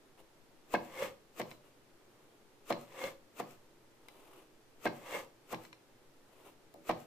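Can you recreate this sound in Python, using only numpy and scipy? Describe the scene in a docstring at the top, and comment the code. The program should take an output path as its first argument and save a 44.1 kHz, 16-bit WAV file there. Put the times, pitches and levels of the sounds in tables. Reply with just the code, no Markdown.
"""A small wooden loom weaves a band in a quiet, carpeted room. A knife-shaped beater swishes into the shed and
knocks the weft home: damped modes ring in the frame until the blade rebounds and checks most of the motion.
Between beats, shaped friction noise gives the scrape of heddles in the warp and the rustle of yarn;
the heddle bar hums and knocks, and blade and shuttle tick. A diffuse echo and still air surround the loom."""
import sys
import numpy as np
from scipy import signal
from scipy.fft import rfft, irfft
from scipy.io import wavfile
from scipy.ndimage import uniform_filter1d

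SR = 44100
rng = np.random.default_rng(int(sys.argv[2]) if len(sys.argv) > 2 else 0)


def to_wav(sig):
    """Store sig (one row per channel, or 1-D mono) as 16-bit WAV at the path in sys.argv[1].

    Samples outside -1..1 are clipped; the rate is SR.
    """
    pcm = np.clip(np.atleast_2d(sig), -1, 1) * 32767
    pcm = np.round(pcm).astype(np.int16)
    wavfile.write(sys.argv[1], SR, pcm.T)  # frames by channels


N = 311346
T = np.arange(N) / SR
HZ = np.maximum(np.arange(N // 2 + 1) * SR / N, 1)
STROKE_T = T[:SR // 2]  # time axis of one struck sound, s
APART_HZ = 2250  # around this frequency the two ears' sounds of the loom become unrelated


def amp(db):
    """Level law: decibels to amplitude gain."""
    return 10 ** (np.asarray(db) / 20)


def unit(x):
    """Normalisation: scale to rms 1."""
    return x / np.sqrt(np.mean(x ** 2))


def colour(x, points):
    """Linear filtering: gain interpolated between (f/Hz, level/dB) points on a log-frequency axis."""
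    hz, db = np.transpose(points)
    gain = amp(np.interp(np.log(HZ), np.log(hz), db))
    return irfft(rfft(x) * gain, N)


def grains(spread_db):
    """Granular friction: dense slips of fibre on fibre, their sizes scattered in dB."""
    size_db = spread_db * rng.standard_normal(N // 16 + 1)
    sizes = np.repeat(amp(size_db), 16)[:N]  # each size lasts 16 samples
    return sizes * rng.standard_normal((2, N))


def catches(depth_db):
    """Stick-slip: uneven gain of threads that catch and slip every few milliseconds."""
    unevenness = uniform_filter1d(rng.standard_normal(N), size=300)
    return amp(depth_db * unit(unevenness))


def stereo(pair, apart_hz):
    """Interaural coherence: two unrelated signals made alike in the bass, less and less above apart_hz."""
    alike = .85 / (1 + (HZ / apart_hz) ** 2)
    mid, side = rfft(pair) * np.sqrt([1 + alike, 1 - alike])
    return irfft(np.array([mid + side, mid - side]), N) / np.sqrt(2)


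def friction(points, spread_db):
    """Broadband friction: steady rubbing with the given spectrum, rms 1."""
    return unit(colour(stereo(grains(spread_db), APART_HZ), points))


def ring(modes, tilt_db=0, detune=0):
    """Modal superposition: decaying sines of a struck object, high modes out of step between the ears."""
    out = 0
    for k, (hz, db, t60) in enumerate(modes):
        drift, skew = rng.standard_normal(2)
        lag = np.array([[.5], [-.5]]) * skew * min(hz / APART_HZ, 1) * 2  # phase, rad
        tilt = tilt_db * np.log2(hz / 600)  # tilt_db is per octave
        decay = amp(db + tilt - 60 * STROKE_T / t60)
        phase = 2 * np.pi * hz * (1 + detune * drift) * STROKE_T + lag
        out = out + (-1) ** k * decay * np.sin(phase)
    levels_db = np.array(modes)[:, 1]
    return out / np.sqrt(np.sum(amp(levels_db) ** 2) / 2)


def add(track, s, sound):
    """Linear superposition: mix a sound in at time s."""
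    i = int(s * SR)
    track[:, i:i + sound.shape[1]] += sound[:, :N - i]


def swell(s, spread):
    """Gaussian envelope: a bell-shaped stroke around time s, with standard deviation spread in seconds."""
    return np.exp(-.5 * ((T - s) / spread) ** 2)


def pressed(t, hold, rise=.002, release=0.003, left_db=-14):
    """Contact damping: motion builds up, holds, and falls to left_db at the rebound."""
    held = np.exp(-np.maximum(t - hold, 0) / release)
    return np.clip(t / rise, 0, 1) * (held + amp(left_db) * (1 - held))


QUIET_DB, QUIET_APART_HZ = -63, 1030
# spectrum of the room's still air: (f/Hz, relative level per Hz/dB)
STILL_AIR_SPECTRUM = [(12, 7), (20, -24), (32, -15), (80, -15), (135, -6.5), (178, -13), (337, -4),
                      (511, -8.5), (674, -12.5), (914, -13.5), (1050, -16), (1140, -16), (2770, -21.5),
                      (15000, -31.5)]


def still_air():
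    """Stationary noise: the steady, mostly low background of the room."""
    noise = stereo(rng.standard_normal((2, N)), QUIET_APART_HZ)
    return amp(QUIET_DB) * unit(colour(noise, STILL_AIR_SPECTRUM))


# yarn drawn off the shuttle: (t/s, level/dB, standard deviation of the stroke/s)
YARN_PULLS = [(0.196, -60.5, 0.014), (1.666, -66, 0.03), (2.208, -72.5, 0.14), (4.202, -62.5, 0.11),
              (4.378, -61.5, 0.04), (6.395, -64.5, 0.08), (6.475, -58, 0.021)]
# spectrum of yarn sliding over fingers and warp: (f/Hz, relative level per Hz/dB)
YARN_SPECTRUM = [(100, -30), (350, 10.5), (600, 5.5), (830, 5), (1200, 4), (1600, -9), (2800, -2),
                 (5000, -18), (8000, -15.5), (14500, -13.5)]


def yarn():
    """Stick-slip friction: yarn slides and catches in the fingers with each pull."""
    pull = sum(amp(db) * swell(s, spread) for s, db, spread in YARN_PULLS)
    return pull * catches(depth_db=1.5) * friction(YARN_SPECTRUM, spread_db=2.5)


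# reverberation in overlapping bands: (centre f/Hz, t60/s, level/dB)
ROOM_BANDS = [(60, 0.38, -8), (143, 0.44, 6), (244, 0.4, -2.5), (540, 0.33, -7), (1020, 0.38, -10),
              (2160, 0.41, -18.5), (4530, 0.3, -6), (8000, 0.31, -9.5)]


def room(x, first_s=0.0059, apart_hz=700):
    """Diffuse reverberation: the left signal convolved with noise that decays at its own rate in each band."""
    air, echo = rfft(stereo(rng.standard_normal((2, N)), apart_hz)), 0
    centres = np.log([row[0] for row in ROOM_BANDS])
    for share, (hz, t60, db) in zip(np.eye(len(ROOM_BANDS)), ROOM_BANDS):
        onset = np.clip(T / first_s - 1, 0, 1)  # silent until first_s, full at twice that
        fade = amp(-60 * T / t60) * onset
        band = irfft(air * np.interp(np.log(HZ), centres, share), N)
        echo = echo + amp(db) * band * fade / np.sqrt(np.sum(fade ** 2))
    return signal.fftconvolve(x[:1], echo[:, :SR], axes=1)[:, :N]


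# modes of the blade: (f/Hz, relative level/dB, t60/s)
BLADE_MODES = [(1012, -2, 0.046), (1490, -16, 0.018), (2054, 0.5, 0.053), (2350, -2.5, 0.066),
               (2600, -9, 0.037), (3450, -37, 0.023), (4126, -1.5, 0.042), (5450, -11, 0.063)]


def tap(ring_db, snap_db):
    """Impact excitation: a dry snap, a short woody clack and the modal ring of the blade."""
    snap, clack = rng.standard_normal((2, 2, len(STROKE_T)))
    wood = signal.butter(2, [600, 3400], "band", fs=SR, output="sos")
    clack = signal.sosfilt(wood, clack) * np.exp(-STROKE_T / .0035)
    body = amp(-13) * ring(BLADE_MODES, detune=.02) + clack
    return amp(ring_db) * body + amp(snap_db) * snap * np.exp(-STROKE_T / 0.0011)


FIRM_DB, USUAL_HOLD_S = -26, .02  # reference beat
HARDNESS_DB, HARDNESS_SLOPE = 0.2, 0.35  # tilt of a firm beat, dB per octave; its change per dB of force
CHATTER_DB, CHATTER_SLOPE = -31.5, 0.69  # thread chatter of a firm beat; dB per dB of force
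REBOUND_DB, REBOUND_SLOPE_DB = -32, 24  # rebound click after the usual hold; gain per doubling of the hold
CHATTER_FADE_S, DOWEL_LAG_S = 0.03, 0.0074
SWISH_IN_DB, SWISH_RISE_S, SWISH_STOP_S = -42.5, 0.017, 0.0061  # the blade slides in
SWISH_OUT_DB, GRAZE_DB, WITHDRAW_S, WITHDRAW_SPREAD_S = -59.5, -55, 0.11, 0.034  # and is drawn back
# beats, a firm one before each change of shed and a light one after:
# (t/s, knock level/dB, time pressed home/s, dowel rattle level/dB)
BEATS = [(0.7385, -24.5, 0.017, -27.5), (1.3975, -33, 0.019, -46), (2.7030, -27.5, 0.023, -48),
         (3.3990, -35, 0.01, -58), (4.8545, -26, 0.02, -29), (5.5270, -36.5, 0.019, -44),
         (6.8927, -26.5, 0.02, -56)]
# modes of the frame under the warp: (f/Hz, relative level/dB, t60/s)
FRAME_MODES = [(117.9, -19, 0.73), (153.3, -27, 0.93), (178.4, -12.5, 0.37), (238.2, -3, 0.32),
               (332, -4, 0.62), (375.3, -5.5, 0.42), (486, 6, 0.1), (582, -0.5, 0.58), (679, 9.5, 0.066),
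               (757.6, 5.5, 0.079), (854, -1.5, 0.18), (991, -7.5, 0.29), (1150, -20.5, 0.52),
               (1268, -10, 0.44), (1860, -26, .15), (2180, -16.5, 0.46), (2824, -9.5, 0.047),
               (4190, -19, 0.15)]
# modes of the loose warp dowel: (f/Hz, relative level/dB, t60/s)
DOWEL_MODES = [(993, -6, 0.1), (1598, 3.5, 0.077), (1660, -8, 0.13), (2150, -4, 0.13), (2586, -5, 0.069)]
# spectrum of the blade chattering on the threads: (f/Hz, relative level per Hz/dB)
CHATTER_SPECTRUM = [(50, -38), (120, -30), (250, -5.5), (700, 2.5), (1100, 6), (1380, -11), (1800, -2.5),
                    (2700, -10.5), (3500, -15), (5500, -23.5), (8000, -40.5), (15000, -37)]
# spectrum of the blade sliding along the threads: (f/Hz, relative level per Hz/dB)
SWISH_SPECTRUM = [(100, -16), (400, 9), (850, -1.5), (1250, 5), (1600, -6), (2600, 1), (4000, -10.5),
                  (5500, -11.5), (7500, -8.5), (10000, -16.5), (14500, -7)]


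def beater():
    """Impact and sliding friction: a gathering swish, a knock with chattering threads, a softer swish back."""
    out, chatter, slide = np.zeros((2, N)), np.zeros((1, N)), np.zeros(N)
    for s, db, hold, rattle_db in BEATS:
        # a firmer beat is brighter and makes the threads chatter more
        force_db = db - FIRM_DB
        hard_db = HARDNESS_DB + HARDNESS_SLOPE * force_db
        chatter_db = CHATTER_DB + CHATTER_SLOPE * force_db
        # the stiffening warp limits the frame's swing
        swing = 1.8 * np.tanh(ring(FRAME_MODES, hard_db, detune=.012) / 1.4)
        add(out, s, amp(db) * swing * pressed(STROKE_T, hold, rise=0.00053, left_db=-15.5))
        buzzing = pressed(STROKE_T, hold, rise=0.0012, left_db=-7.0) * np.exp(-STROKE_T / CHATTER_FADE_S)
        add(chatter, s, amp(chatter_db) * buzzing[None])
        # the jerk runs down the warp and rattles the dowel a moment later
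        rattle = ring(DOWEL_MODES, detune=0.0056) * pressed(STROKE_T, hold, rise=0.0059)
        add(out, s + DOWEL_LAG_S, amp(rattle_db) * rattle)
        # the blade clicks as it meets the weft
        add(out, s + 0.0019, tap(ring_db=-48, snap_db=SWISH_IN_DB))
        # the longer it is pressed, the harder it rebounds
        rebound_db = REBOUND_DB + REBOUND_SLOPE_DB * np.log2(hold / USUAL_HOLD_S)
        add(out, s + 0.96 * hold, tap(rebound_db, snap_db=-59))
        # on its way out it grazes the threads
        add(out, s + WITHDRAW_S, tap(GRAZE_DB, snap_db=-52))
        reach = np.abs(T - s) / np.where(T < s, SWISH_RISE_S, SWISH_STOP_S)
        slide += amp(SWISH_IN_DB) * np.exp(-reach ** 0.95)
        slide += amp(SWISH_OUT_DB) * swell(s + WITHDRAW_S, WITHDRAW_SPREAD_S)
    swish = friction(SWISH_SPECTRUM, spread_db=1.2)
    buzz = friction(CHATTER_SPECTRUM, spread_db=1.5)
    return out + chatter * buzz + slide * swish


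SHED_RISE_S, SHED_FALL_S = 0.15, 0.093  # time to gain and to lose 20 dB
HUM_DB = 1  # peak hum of the bar relative to the scrape
BOUNCE_S, BOUNCE_DB = 0.022, -8.5  # spacing of the bar's bounces; level change at each
# changes of shed, fastest just as the bar seats: (t/s, scrape level/dB, knock level/dB)
SHEDS = [(1.0215, -41.5, -24.5), (3.039, -43, -31.5), (5.147, -41, -29)]
# spectrum of threads dragged through the heddles: (f/Hz, relative level per Hz/dB)
SCRAPE_SPECTRUM = [(100, -53), (230, -13), (380, 1), (600, -0.5), (1150, 3), (1400, -8), (2000, -2.5),
                   (3000, -8.5), (4500, -16.5), (8000, -17.5), (10000, -24.5), (14500, -17)]
# modes of the heddle bar: (f/Hz, relative level/dB, t60/s)
BAR_MODES = [(217, -23, 0.26), (526, 6, 0.061), (588, -0.5, 0.025), (1100, -19.5, 0.063), (1694, -3, 0.043),
             (2150, -2.5, 0.083), (2720, -7, 0.072), (3400, -9, 0.058)]
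# slight spectral trim of the bar's sound: (f/Hz, level/dB)
BAR_TRIM = [(60, 0), (200, -0.5)]


def heddles():
    """Friction-driven resonance: uneven scraping sets the bar humming; it knocks as it seats and bounces twice."""
    scrape, hum, knocks = np.zeros(N), np.zeros(N), np.zeros((2, N))
    seat = pressed(STROKE_T, .008, rise=.003, left_db=-10)
    for s, scrape_db, knock_db in SHEDS:
        rise, fall = (s - T) / SHED_RISE_S, ((T - s) / SHED_FALL_S) ** 2
        speed = amp(-20 * np.where(T < s, rise, fall))
        scrape += amp(scrape_db) * speed
        # the bar hums mostly while the threads drag hard
        hum += amp(scrape_db + HUM_DB) * speed ** 1.4
        for k in range(3):
            knock = ring(BAR_MODES, tilt_db=-4.0, detune=0.0069) * seat
            add(knocks, s + k * BOUNCE_S, amp(knock_db + k * BOUNCE_DB) * knock)
    drive = rng.standard_normal((1, N))
    bar = unit(signal.fftconvolve(drive, ring(BAR_MODES), axes=1)[:, :N])
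    rubbing = catches(depth_db=0.65) * scrape * friction(SCRAPE_SPECTRUM, spread_db=2.5)
    return rubbing + colour(hum * bar + knocks, BAR_TRIM)


# light taps of blade, bar and shuttle: (t/s, ring level/dB, snap level/dB)
TICKS = [(1.513, -37, -62), (3.0392, -30.5, -51), (4.085, -40.5, -49), (5.247, -53, -54),
         (5.6506, -41, -57), (5.7285, -40, -70), (6.7407, -63, -50)]


def ticks():
    """Light impacts: brief contacts, each with its own balance of ring and snap."""
    out = np.zeros((2, N))
    for s, ring_db, snap_db in TICKS:
        add(out, s, tap(ring_db, snap_db))
    return out


BUMP_FADE_S = 0.11
# soft bumps against the frame: (t/s, level/dB)
BUMPS = [(1.517, -53), (6.742, -50.5), (6.756, -53)]


def bumps():
    """Soft excitation: the frame's modes ring with less treble and an added exponential fade."""
    out = np.zeros((2, N))
    fade = np.exp(-STROKE_T / BUMP_FADE_S)
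    for s, db in BUMPS:
        add(out, s, amp(db) * ring(FRAME_MODES, tilt_db=-1.0, detune=0.019) * fade)
    return out


# the right microphone is shaded from the loom: (f/Hz, left minus right level/dB)
EAR_SHADE = [(200, -.8), (700, .3), (1400, -.3), (2500, 2), (5000, 5.5), (8500, 13), (11000, 9.5),
             (15000, 8)]


def shaded(x):
    """Acoustic shadow: half the level difference raises the left ear, half lowers the right."""
    ears = [colour(ear, [(hz, side * db) for hz, db in EAR_SHADE]) for ear, side in zip(x, (.5, -.5))]
    return np.array(ears)


def scene():
    """Direct and reverberant fields: the loom close by, its echo, and the still room."""
    knocks = yarn() + beater() + ticks() + bumps()
    shed = heddles()
    # the small heddle bar throws less sound into the room than the whole frame
    echo = room(knocks + amp(-1.0) * shed)
    return shaded(knocks + shed) + echo + still_air()


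TOP_HZ = 14750


def record(dry):
    """Band limiting: a steep elliptic low-pass cuts the top above TOP_HZ."""
    low_pass = signal.ellip(10, .2, 70, TOP_HZ, fs=SR, output="sos")
    return signal.sosfilt(low_pass, dry)


dry = scene()
out = record(dry)
to_wav(out)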